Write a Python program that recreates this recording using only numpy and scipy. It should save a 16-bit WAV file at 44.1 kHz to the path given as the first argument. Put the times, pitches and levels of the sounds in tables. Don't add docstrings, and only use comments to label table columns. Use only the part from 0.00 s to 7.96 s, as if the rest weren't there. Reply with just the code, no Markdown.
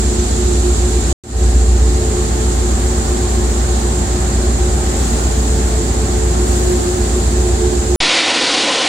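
import sys
import numpy as np
from scipy import signal
from scipy.io import wavfile
from scipy.ndimage import uniform_filter1d

SR = 44100
rng = np.random.default_rng(int(sys.argv[2]) if len(sys.argv) > 2 else 0)


def wav_record(signal):
    frames = np.transpose(np.atleast_2d(signal))
    bounded = np.clip(frames, -1, 1)
    quanta = np.round(bounded * 32767).astype(np.int16)
    wavfile.write(sys.argv[1], SR, quanta)


N = 351036
TIME = np.arange(N) / SR
STOP_S, RESTART_S = 1.128, 1.2372

# frequency_hz, correlation
COHERENCE = [(20, 0.98), (50, 0.79), (130, 0.89), (290, 0.93), (420, .72), (560, 0.5), (780, 0.23),
             (1100, -0.37), (1400, -0.28), (1900, 0.25), (2900, -0.16), (4000, -0.029)]


def amp(db):
    return 10 ** (np.asarray(db) / 20)


def unit_rms(x):
    return x / np.sqrt(np.mean(x ** 2) + 1e-20)


def spectrum(points, hz):
    frequency_hz, value = np.transpose(points)
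    return np.interp(np.log(hz + 1), np.log(frequency_hz), value)


def ramp(start_s, length_s):
    return np.clip((TIME - start_s) / length_s, 0, 1)


def bell(middle_s, half_s):
    return np.exp(-((TIME - middle_s) / half_s) ** 2)


def drift(top_hz):
    coarse_s = np.linspace(0, N / SR, 800)
    rates_hz = top_hz * np.geomspace(.1, 1, 20)[:, None]
    sines = np.sin(2 * np.pi * (rates_hz * coarse_s + rng.random(rates_hz.shape))) / np.sqrt(rates_hz)
    return np.interp(TIME, coarse_s, unit_rms(sines.sum(0)))


def tone(hz, phase):
    return np.sqrt(2) * np.sin(2 * np.pi * hz * TIME + phase)


def diffuse_field(density, patchy_db, frame, lean=None):
    hz = np.fft.rfftfreq(frame, 1 / SR)
    draws = rng.standard_normal((5, 4 * N // frame + 5, len(hz)))
    left, independent = draws[0] + 1j * draws[1], draws[2] + 1j * draws[3]
    coherence = spectrum(COHERENCE, hz)
    field = np.array([left, coherence * left + np.sqrt(1 - coherence ** 2) * independent])
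    patches = uniform_filter1d(draws[4], size=8, axis=0)
    patches = unit_rms(uniform_filter1d(patches, size=10, axis=1))
    field *= amp(spectrum(density, hz) + patchy_db * patches)
    if lean is not None:
        field *= amp(np.array([1, -1])[:, None, None] * spectrum(lean, hz) / 2)
    field *= np.sqrt(3 * SR / (2 * frame))
    _, noise = signal.istft(field, nperseg=frame, noverlap=frame - frame // 4, time_axis=1, freq_axis=2)
    return noise[:, :N]


def noise_swell():
    # peak_s, strength, attack_s, release_s
    swells = [(3.0, 0.3, .7, .75), (5.1, 0.9, .25, .5), (6.56, .95, .14, .6)]
    envelope = np.zeros(N)
    for peak_s, strength, attack_s, release_s in swells:
        age_s = TIME - peak_s
        envelope += strength * np.exp(-np.where(age_s < 0, (age_s / attack_s) ** 2, age_s / release_s))
    return envelope


def port_roar(swell, top_s=4.8, sag_db_per_s2=0.12):
    # frequency_hz, density_db_per_hz
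    density = [(20, -66), (32, -54), (75, -46), (130, -48.5), (165, -50), (215, -47), (300, -51),
               (410, -50), (480, -57.5), (760, -57), (950, -61.5), (1150, -60.5), (1850, -65.5),
               (2600, -75), (6000, -89)]
    level_db = 0.85 - sag_db_per_s2 * (TIME - top_s) ** 2 + 0.9 * swell
    return diffuse_field(density, patchy_db=1.04, frame=2048) * amp(level_db)


def hiss(swell, swell_db=(2.5, 0.5), early_db=0.4):
    # frequency_hz, density_db_per_hz
    density = [(1000, -87), (2500, -71.5), (3300, -69), (4250, -66), (5200, -68.5), (6050, -67),
               (6700, -60.5), (7250, -56.5), (8100, -61.5), (8900, -70), (10500, -77), (12500, -85),
               (15500, -99)]
    # frequency_hz, left_minus_right_db
    lean = [(2600, 2.5), (3400, 0), (4200, -3.5), (5500, -0.5), (6200, -1), (7300, -5), (8800, -1.5),
            (11500, -2.5), (14000, -2)]
    level_db = 0.13 + early_db * (TIME < RESTART_S) + np.outer(swell_db, swell)
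    return diffuse_field(density, patchy_db=0.89, frame=512, lean=lean) * amp(level_db)


def sizzle(swell, swell_db=9.5, early_db=-4):
    # frequency_hz, density_db_per_hz
    density = [(2000, -91), (5000, -76), (9000, -72), (12000, -79), (15500, -82)]
    level_db = -10 + swell_db * swell + early_db * (1 - ramp(RESTART_S, length_s=1.0))
    return diffuse_field(density, patchy_db=3.0, frame=256) * amp(level_db)


def background(flicker_db=0.13):
    swell = noise_swell()
    return port_roar(swell) + (hiss(swell) + sizzle(swell)) * amp(flicker_db * drift(25))


def fan_fading(depth=1.3):
    # left_db, right_db
    resting = [(0.12, -0.45), (-1.4, -.5)]
    # middle_s, half_length_s, fan, left_db, right_db
    swells = [(.55, .22, "lower", -3, 6), (0.902, 0.18, "upper", 1, 3), (1.947, 0.54, "upper", 5, 4.5),
              (2.08, 0.17, "lower", 3, 3.5), (4.1, .5, "upper", -1.5, -6), (5.4, .42, "lower", -3, -4.5),
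              (5.5, 0.31, "upper", 6.5, 3), (6.18, 0.17, "upper", 2, 7), (6.3, .2, "lower", 1.5, 3),
              (6.8, .25, "lower", 4, 7.5), (6.85, .2, "upper", -3, 0), (7.607, .38, "upper", 2, 8),
              (7.82, 0.41, "lower", 3.5, 9)]
    level_db = np.array(resting)[:, :, None] * np.ones(N)
    for middle_s, half_s, fan, left_db, right_db in swells:
        level_db[("lower", "upper").index(fan)] += np.outer([left_db, right_db], bell(middle_s, half_s))
    return depth * level_db


def fans(big_fans_hz=(359, 438), reach_hz=20, waver_rad=0.32, flutter_db=1.2, early_db=-4):
    # pitch_hz, left_db, right_db
    blade_tones = [(332.6, -40.5, -39), (352.1, -34.5, -31), (358.7, -25.5, -29.5), (362.7, -34.5, -34),
                   (376.6, -42.5, -40.5), (435.2, -34, -32.5), (440, -37.5, -41), (547, -45, -38.5),
                   (618, -46, -53), (662, -63, -55), (720.5, -43.5, -45), (767.5, -46, -39),
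                   (778.9, -38.5, -42.5), (872, -49, -43), (882.5, -46.5, -45.5), (1035, -52.5, -54),
                   (1060, -49, -47.5), (1070, -55, -48)]
    fading_db, sound = fan_fading(), np.zeros((2, N))
    for hz, left_db, right_db in blade_tones:
        shares = np.exp(-((hz - np.array(big_fans_hz)) / reach_hz) ** 2)
        level_db = np.array([[left_db], [right_db]]) + np.tensordot(shares, fading_db, 1)
        level_db += early_db * (hz > 500) * (TIME < STOP_S)
        phase = rng.uniform(0, 2 * np.pi) + waver_rad * drift(3)
        apart_rad = np.arccos(spectrum(COHERENCE, hz)) * (0.16 + 0.77 * drift(1.185))
        pair = np.array([tone(hz, phase), tone(hz, phase + apart_rad)])
        sound += amp(level_db + flutter_db * drift(3)) * pair
    return sound


def bass_envelope(surge_s=1.273, attack_s=0.094, hold_s=0.54, release_s=0.081):
    late = (TIME > RESTART_S) * (1 - ramp(RESTART_S, length_s=0.13))
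    surge = ramp(surge_s, attack_s) - ramp(surge_s + attack_s + hold_s, release_s)
    dip = bell(middle_s=6.88, half_s=0.09)
    return -0.3 - 13 * late + 6 * surge - 4 * dip


def engine_partials(bass_db, waver_rad=0.28, stereo_rad=0.085, flutter_db=1.27):
    # pitch_hz, level_db
    partials = [(42.6, -37.5), (47.9, -35), (67.5, -26.5), (75, -28), (77.3, -42.5), (86.6, -40.5),
                (89.7, -27), (103.9, -37), (115.9, -37.5), (119.6, -40.5), (137.2, -34.5), (181.7, -40.5),
                (204.2, -35.5), (231.8, -30.5), (289.4, -41.5)]
    sound = np.zeros((2, N))
    for hz, level_db in partials:
        follow_db = 0.75 * bass_db * (hz < 100)
        phase = rng.uniform(0, 2 * np.pi) + waver_rad * drift(2.02)
        phase = phase + stereo_rad * np.array([drift(1.49), drift(1.9)])
        sound += amp(level_db + follow_db + flutter_db * drift(3)) * tone(hz, phase)
    return sound


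def generators(pitch_hz=59.6, beat_hz=1.055, in_step_s=2.63, waver_rad=0.072, stereo_rad=0.085):
    phase = rng.uniform(0, 2 * np.pi) + waver_rad * drift(2.4)
    phase = phase + stereo_rad * np.array([drift(2.1), drift(2.6)])
    lead_rad = 2 * np.pi * beat_hz * (TIME - in_step_s)
    return amp(-15) * tone(pitch_hz, phase) + amp(-30) * tone(pitch_hz, phase + lead_rad)


def ship_drone(right_db=0.6):
    bass_db = bass_envelope()
    drone = generators() * amp(bass_db) + engine_partials(bass_db)
    return drone * amp([[0], [right_db]])


def scene():
    return ship_drone() + fans() + background()


def record(dry, cut_s=0.003, fade_s=0.23, threshold_db=-11.5, slope=0.36, average_s=0.2, edge_hz=15850):
    cut = 1 - ramp(STOP_S - cut_s / 2, cut_s)
    fade_db = -1 - 15 * (1 - ramp(RESTART_S, fade_s)) ** 1.44
    gated = dry * (cut + (TIME > RESTART_S) * amp(fade_db))
    power = uniform_filter1d((gated ** 2).mean(0), size=round(average_s * SR))
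    excess_db = np.maximum(10 * np.log10(abs(power) + 1e-12) - threshold_db, 0)
    compressed = np.clip(gated * amp(-slope * excess_db), -1, 1)
    low_pass = signal.firwin(511, edge_hz, window=("kaiser", 9), fs=SR)
    return signal.oaconvolve(compressed, low_pass[None], "same")


dry = scene()
out = record(dry)
wav_record(out)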